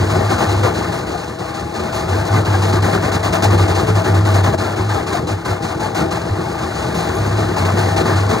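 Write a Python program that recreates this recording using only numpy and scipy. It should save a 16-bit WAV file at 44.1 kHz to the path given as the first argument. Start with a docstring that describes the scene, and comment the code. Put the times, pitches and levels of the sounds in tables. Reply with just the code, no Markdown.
"""Rock wheel cutting a slot

An excavator's rock wheel grinds through hard, stony ground, its picks biting six to ten times a second.
Each fracture crackles, rings the picks, clanks in the wheel and shakes the steel housing.
Under load the arm chatters in a deep drone; the hydraulic drive hums; the gravel slope scatters sound."""
import sys
import numpy as np
from scipy import signal
from scipy.fft import rfft, irfft, next_fast_len
from scipy.io import wavfile
from scipy.ndimage import uniform_filter1d, map_coordinates

SR = 44100
rng = np.random.default_rng(int(sys.argv[2]) if len(sys.argv) > 2 else 0)


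def unload_audio(sound):
    """Save the sound as a 16-bit wav file, at the path given as the first command line argument."""
    columns = np.transpose(np.atleast_2d(sound))
    # keep every value between -1 and 1, then stretch to whole-number steps
    steps = np.round(np.clip(columns, -1, 1) * 32767)
    wavfile.write(sys.argv[1], SR, steps.astype(np.int16))


N = 370440

# picks biting stones: (start [s], length [s], crackle [dB], force on the wheel [dB])
BITES = [(0.089, 0.074, -32.5, -24.5), (0.293, 0.043, -27, -21), (0.381, 0.062, -29.5, -20),
         (0.486, 0.039, -30.5, -33), (0.631, 0.035, -29, -17.5), (0.739, 0.16, -33.5, -30),
         (0.916, 0.074, -32.5, -27.5), (1.067, 0.089, -35, -28.5), (1.171, 0.18, -36.5, -45),
         (1.385, 0.15, -37, -32), (1.538, 0.065, -33.5, -32.5), (1.734, 0.21, -33.5, -29),
         (1.926, 0.087, -29.5, -28), (2.082, 0.16, -33, -26.0), (2.251, 0.068, -32, -25.5),
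         (2.324, 0.069, -30, -22), (2.447, 0.103, -30.5, -21.5), (2.526, 0.18, -30, -26.5),
         (2.618, 0.16, -29, -24.0), (2.725, 0.036, -28, -25), (2.819, 0.096, -27.5, -21),
         (2.923, 0.04, -29.5, -20), (3.021, 0.061, -29.5, -20), (3.115, 0.039, -27, -20.5),
         (3.226, 0.043, -26.5, -20.5), (3.324, 0.031, -25, -18), (3.421, 0.032, -22, -17.5),
         (3.503, 0.04, -28, -20.5), (3.578, 0.063, -28, -22.5), (3.676, 0.041, -27.5, -20.5),
         (3.748, 0.067, -28.5, -23), (3.866, 0.034, -30.5, -21), (3.946, 0.051, -29, -22.5),
         (4.041, 0.056, -29.5, -20.5), (4.139, 0.041, -30.5, -22.5), (4.248, 0.082, -29, -22),
         (4.337, 0.052, -27, -20.5), (4.433, 0.054, -28, -19.5), (4.524, 0.025, -32, -23),
         (4.576, 0.14, -32, -25), (4.759, 0.044, -35, -25.5), (4.887, 0.11, -31, -22.5),
         (5.063, 0.06, -30.5, -25), (5.124, 0.049, -28, -23), (5.268, 0.057, -30, -25.5),
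         (5.447, 0.085, -30.5, -23.5), (5.619, 0.11, -32, -27), (5.796, 0.068, -31, -25.5),
         (5.945, 0.073, -27.5, -21), (6.108, 0.06, -30.5, -24.5), (6.58, 0.063, -39, -29.5),
         (6.745, 0.11, -33, -35), (6.942, 0.14, -30, -29), (7.37, 0.069, -34, -25.5),
         (7.483, 0.122, -44, -29.5), (7.561, 0.095, -29, -21.5), (7.649, 0.16, -34.5, -27.5),
         (7.763, 0.083, -30, -22.5), (7.858, 0.12, -33.5, -25), (7.961, 0.052, -26.5, -20),
         (8.052, 0.085, -29.5, -20.0), (8.156, 0.048, -30.5, -29), (8.289, 0.054, -30, -20)]
# pick modes: (frequency [Hz], width [Hz], lift [dB])
PICK_MODES = [(2780, 130, 6), (4060, 220, 3), (6560, 240, 9), (11120, 240, 11), (14280, 280, 11),
              (14930, 250, 7)]
# spectrum of breaking rock: (frequency [Hz], relative level [dB])
ROCK_COLOUR = [(400, -17), (1500, -10.5), (2500, 3.5), (3300, -2), (4400, 2.5), (6000, -5.5), (8000, -8.5),
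               (10500, -17), (13000, -29)]


def amp(db):
    """Decibels to gain."""
    return 10 ** (np.asarray(db) / 20)


def unit(x):
    """x at rms 1."""
    return x / np.sqrt(np.mean(x ** 2) + 1e-20)


def along(points, hz):
    """Interpolate (frequency [Hz], value) points on a log axis."""
    knots_hz, values = np.transpose(points)
    return np.interp(np.log(hz + 1), np.log(knots_hz + 1), values)


def wobble(rate_hz):
    """Smooth random curve, rate_hz knots a second."""
    knots = rng.standard_normal(int(N * rate_hz / SR) + 4)
    return map_coordinates(knots, [np.arange(N) * rate_hz / SR])


def filtered(x, response):
    """x through a complex frequency response."""
    size = 2 * next_fast_len(N // 2 + SR // 2, real=True)
    return irfft(rfft(x, size) * response(np.fft.rfftfreq(size, 1 / SR)), size)[..., :N]


def high_passed(x, corner_hz):
    """Second-order high-pass."""
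    return filtered(x, lambda hz: (1j * hz / (corner_hz + 1j * hz)) ** 2)


def body(colour, modes):
    """Causal response of a body with broad colour and resonant modes; keeps white-noise power."""
    def response(hz):
        peaks = sum((amp(2 * db) - 1) / (1 + (2 * (hz - centre_hz) / width_hz) ** 2)
                    for centre_hz, width_hz, db in modes)
        gain = unit(amp(along(colour, hz)) * np.sqrt(np.abs(1 + peaks)))
        cepstrum = irfft(np.log(gain + 1e-6))
        half = len(cepstrum) // 2
        cepstrum[1:half] *= 2  # fold to minimum phase
        cepstrum[half + 1:] = 0
        return np.exp(rfft(cepstrum))
    return response


def fractures(rate_hz, spread_db):
    """Tiny random impulses; rows: direct, scattered by the slope."""
    happens = rng.random((2, N)) < rate_hz / SR
    return unit(happens * rng.choice([-1, 1], (2, N)) * amp(spread_db * rng.standard_normal((2, N))))


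def rings(rate_hz, centre_hz, spread_hz, decay_s):
    """Random strikes, each ringing at its own pitch; rows: direct, scattered."""
    t = np.arange(int(5 * decay_s * SR)) / SR
    rows = []
    for strikes in fractures(rate_hz, spread_db=0.5):
        onsets = np.flatnonzero(strikes)[:, None]
        hz = centre_hz + spread_hz * rng.standard_normal(N)[onsets]
        waves = strikes[onsets] * np.sin(2 * np.pi * hz * t) * np.exp(-t / decay_s)
        samples = onsets + np.arange(len(t))
        rows.append(np.bincount(samples.ravel(), waves.ravel(), N)[:N])
    return unit(np.array(rows))


def stereo(direct, scattered):
    """Each side has its own level and delay; the slope's scatter reaches the two in antiphase."""
    # (frequency [Hz], left over right [dB])
    balance = [(100, 0), (260, 0), (400, 2), (520, 10), (700, 9), (790, 16), (900, 4), (2700, 0)]
    # (frequency [Hz], phase lead of the left [rad])
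    lead = [(150, .1), (450, 1.2), (740, 1.3), (820, -.5), (1100, .3), (1700, -.1), (2620, -2.92),
            (2930, -3.2), (3750, -5.55), (9000, -6.28)]
    # (frequency [Hz], left-right coherence [0-1])
    coherence = [(150, .998), (420, .94), (560, .55), (1200, .91), (1950, .8), (2650, .995), (2950, .999),
                 (4000, .9), (9000, .96)]
    side = np.array([[1], [-1]])
    mix_rad = lambda hz: np.arccos(np.clip(along(coherence, hz), -1, 1)) / 2
    path = lambda hz: amp(side * along(balance, hz) / 2) * np.exp(.5j * (side - 1) * along(lead, hz))
    common = filtered(direct, lambda hz: path(hz) * np.cos(mix_rad(hz)))
    return common + side * filtered(scattered, lambda hz: path(hz) * np.sin(mix_rad(hz)))


def hydraulic_drive(pitch_hz, wander_hz, flutter_db):
    """The drive hums; its speed and partials waver."""
    # partials: (harmonic number, level [dB])
    partials = [(2, -37), (3, -42), (4, -41), (5, -40)]
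    phase = 2 * np.pi * np.cumsum(pitch_hz + wander_hz * wobble(18)) / SR
    return sum(amp(db) * unit(np.sin(k * phase) * amp(flutter_db * wobble(16))) for k, db in partials)


def arm_chatter(strain, pitch_hz, wander_hz, flutter_db, gain_db, rise_s, release_s):
    """The wheel's stick-slip swings the arm in its main mode: slightly with strain, more in bouts."""
    # chatter bouts: (start [s], length [s], relative level [dB])
    bouts = [(0.0, 0.29, -13.5), (0.466, 0.19, -12), (2.078, 0.13, -14.5), (2.297, 0.098, -9),
             (2.472, 0.37, -11), (3.44, 0.2, -9), (3.658, 0.13, -14), (3.885, 0.1, -9.5), (4.087, 0.4, -9),
             (4.54, 0.2, -19), (4.793, 0.14, -13.5), (5.304, 0.045, -16), (5.483, 0.04, -13),
             (6.304, 0.02, -9.5), (7.15, 0.326, -15), (7.583, 0.36, -14), (8.115, 0.18, -12.5)]
    t = np.arange(N) / SR
    swing = amp(-19) * (strain / strain.max()) ** 2.17
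    for start_s, length_s, db in bouts:
        age_s = np.maximum(t - start_s, 0)
        fade = np.exp(-np.maximum(age_s - length_s, 0) / release_s)
        swing = np.maximum(swing, amp(db) * (1 - np.exp(-age_s / rise_s)) * fade)
    phase = 2 * np.pi * np.cumsum(pitch_hz + wander_hz * wobble(16)) / SR
    return swing * amp(gain_db + flutter_db * wobble(45)) * unit(np.sin(phase))


def jammed_stones(judder_rad):
    """A jammed stone rubs the wheel, which sings hoarsely for a moment."""
    # jams: (peak time [s], half length [s], pitch [Hz], level [dB])
    jams = [(0.65, 0.022, 500, -16.5), (1.155, 0.011, 720, -18), (4.544, 0.0051, 645, -13),
            (5.152, 0.0082, 687, -14), (5.832, 0.028, 852, -19.5)]
    t = np.arange(N) / SR
    judder = judder_rad * wobble(180)
    return sum(amp(db) * np.exp(-((t - peak_s) / half_s) ** 2) * np.sin(2 * np.pi * hz * t + judder)
               for peak_s, half_s, hz, db in jams)


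def steel_ring(x, t60_s, ring_db):
    """x plus the brief ring of the steel plates' dense modes."""
    t = np.arange(SR // 3) / SR
    tail = rng.standard_normal((2, len(t))) * amp(-60 * t / t60_s)
    ring = signal.fftconvolve(x, tail / np.linalg.norm(tail[0]), axes=1)[:, :N]
    return x + amp(ring_db) * filtered(ring, lambda hz: 1 / (1 + 1j * hz / 3000) ** 2)


def snap_envelope(decay_s):
    """Stones split: instant onset, fast decay."""
    # snaps: (time [s], relative level [dB])
    snaps = [(1.386, -40), (4.445, -33), (5.947, -31)]
    t = np.arange(N) / SR
    return sum(amp(db) * (t >= at_s) * np.exp(-np.abs(t - at_s) / decay_s) for at_s, db in snaps)


def bite_envelope(levels_db, sag_db_per_s, rise_s, release_s):
    """Each bite sets in fast, sags as the pick crosses the stone, and dies away."""
    power, t = np.zeros(N + SR), np.arange(SR // 2) / SR
    for (start_s, length_s, _, _), db in zip(BITES, levels_db):
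        shape = (1 - np.exp(-t / rise_s)) * np.exp(-np.maximum(t - length_s, 0) / release_s)
        power[round(start_s * SR):][:len(t)] += (amp(db - sag_db_per_s * t) * shape) ** 2
    return np.sqrt(power[:N])


def ground_contact(slack_db, slack_s):
    """Contact slackens just before each pick lands, and in hollows."""
    # hollows in the ground: (time [s], half length [s], drop [dB])
    hollows = [(1.366, 0.018, 0.5), (4.568, 0.013, 9), (5.92, 0.021, 0.5)]
    t = np.arange(N) / SR
    slack = sum((t < start_s) * np.exp(-np.abs(start_s - t) / slack_s) for start_s, *_ in BITES)
    drop_db = sum(db * np.exp(-((t - at_s) / half_s) ** 2) for at_s, half_s, db in hollows)
    return amp(-slack_db * slack - drop_db)


def housing_thud(contact, load_db, strain, force, spurts_db):
    """Fractures shake the housing: a rumble under load and strain, a jolt at each bite."""
    # housing modes: (frequency [Hz], width [Hz], lift [dB])
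    modes = [(77.6, 23, 5.5), (105, 23, 12), (134.5, 17, 8), (168.8, 8.7, 13.5), (222.5, 42, 7),
             (323, 19.2, 12), (368.2, 13, 13.5), (401, 5.7, 7.5), (436.6, 4.4, 14), (495, 17, 7)]
    # housing spectrum: (frequency [Hz], relative level [dB])
    colour = [(25, -25), (45, -13), (62, 4), (150, 0.5), (270, -1.5), (470, -1.5), (800, -18), (3000, -50)]
    rumble = np.hypot(amp(-21 + 0.86 * load_db), amp(-2.5) * strain)
    rumble = rumble * fractures(rate_hz=2500, spread_db=3)
    jolts = high_passed(amp(3) * force * fractures(rate_hz=2500, spread_db=2), corner_hz=94.5)
    shaking = contact * (rumble + jolts) * unit(amp(spurts_db + 1.6 * wobble(25)))
    return filtered(shaking, body(colour, modes))


def wheel_clank(envelope, spurts_db):
    """Fractures and loose stones knock on the steel wheel."""
    # wheel modes: (frequency [Hz], width [Hz], lift [dB])
    modes = [(653, 37.5, 9.5), (800, 74, 5), (873, 15, 8), (1053, 26, 5.5), (1204, 61, 5), (1487, 66, 3.5),
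             (1768, 56, 3.5)]
    # wheel spectrum: (frequency [Hz], relative level [dB])
    colour = [(200, -27.5), (560, -1.5), (1200, -0.5), (1800, -5), (2300, -9.5), (3200, -13), (6000, -32.5)]
    stones = amp(-16) * rings(rate_hz=130, centre_hz=1299.6, spread_hz=697, decay_s=0.0083)
    impacts = amp(-0.95) * unit(amp(0.32 * spurts_db)) * fractures(rate_hz=4500, spread_db=2.5)
    return filtered(envelope * (impacts + stones), body(colour, modes))


def rock_crackle(envelope, spurts_db):
    """Rock crackles at the picks, coloured by their modes."""
    flicker = unit(amp(0.78 * spurts_db + 0.78 * wobble(60)))
    breaking = envelope * flicker * fractures(rate_hz=5500, spread_db=0)
    return filtered(breaking, body(ROCK_COLOUR, PICK_MODES))


def pick_pings(envelope, rate_per_mode_hz, detune_widths, decay_s, db_per_octave):
    """Hard grains ring the picks' upper modes; no two picks are tuned alike."""
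    flare = (envelope / envelope.max()) ** 0.48 * unit(amp(2.7 * wobble(18)))
    pings = 0
    for hz, width_hz, lift_db in PICK_MODES[2:]:
        gain = amp(along(ROCK_COLOUR, hz) + lift_db + db_per_octave * np.log2(hz))
        pings += gain * rings(rate_per_mode_hz, hz, detune_widths * width_hz, decay_s)
    return envelope * flare * amp(-11) * unit(pings)


def cutter(force, cracks, strain):
    """Rock breaks in spurts; scraping, bites and snaps add in power. Rows: direct, scattered."""
    # scraping between bites: (time [s], load [dB])
    load = [(0.45, 1), (0.8, -1.5), (1.35, -8), (1.7, -6.5), (2.1, -2), (2.7, -5.5), (3.6, -0.5),
            (4.4, -4.5), (4.75, -3.5), (5.35, -9), (6.25, -4.5), (7.0, -0.5), (7.65, -1.5), (8.4, -0.5)]
    load_db = np.interp(np.arange(N) / SR, *np.transpose(load))
    contact = ground_contact(slack_db=2.5, slack_s=0.02)
    spurts_db = wobble(150)
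    snaps = snap_envelope(decay_s=0.0097)
    clank = contact * np.sqrt(amp(-24.5 + load_db) ** 2 + force ** 2 + (amp(4) * snaps) ** 2)
    crackle = contact * np.sqrt(amp(-33.5 + 0.91 * load_db) ** 2 + cracks ** 2 + snaps ** 2)
    return (housing_thud(contact, load_db, strain, force, spurts_db)
            + wheel_clank(clank, spurts_db)
            + rock_crackle(crackle, spurts_db)
            + pick_pings(crackle, rate_per_mode_hz=110, detune_widths=0.22, decay_s=0.0047,
                         db_per_octave=7.5))


def scene():
    """The whole machine from a few metres."""
    _, _, crack_db, force_db = np.transpose(BITES)
    force = bite_envelope(force_db, sag_db_per_s=3.5, rise_s=0.0063, release_s=0.041)
    cracks = bite_envelope(crack_db, sag_db_per_s=43, rise_s=0.0039, release_s=0.028)
    strain = np.sqrt(np.abs(uniform_filter1d(force ** 2, int(0.46 * SR))))  # running rms force
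    direct, scattered = steel_ring(cutter(force, cracks, strain), t60_s=0.2, ring_db=-15)
    chatter = arm_chatter(strain, pitch_hz=98.65, wander_hz=3.24, flutter_db=0.66, gain_db=-4,
                          rise_s=0.009, release_s=0.032)
    hum = hydraulic_drive(pitch_hz=162.14, wander_hz=2.2, flutter_db=2.5)
    return stereo(direct + chatter + hum + jammed_stones(judder_rad=0.45), scattered)


def record(dry):
    """Soft peak limit, then band limit."""
    ceiling, top_hz = 0.92, 15720
    rounded = dry / (1 + (dry / ceiling) ** 8) ** (1 / 8)
    return filtered(rounded, lambda hz: hz < top_hz)


dry = scene()
out = record(dry)
unload_audio(out)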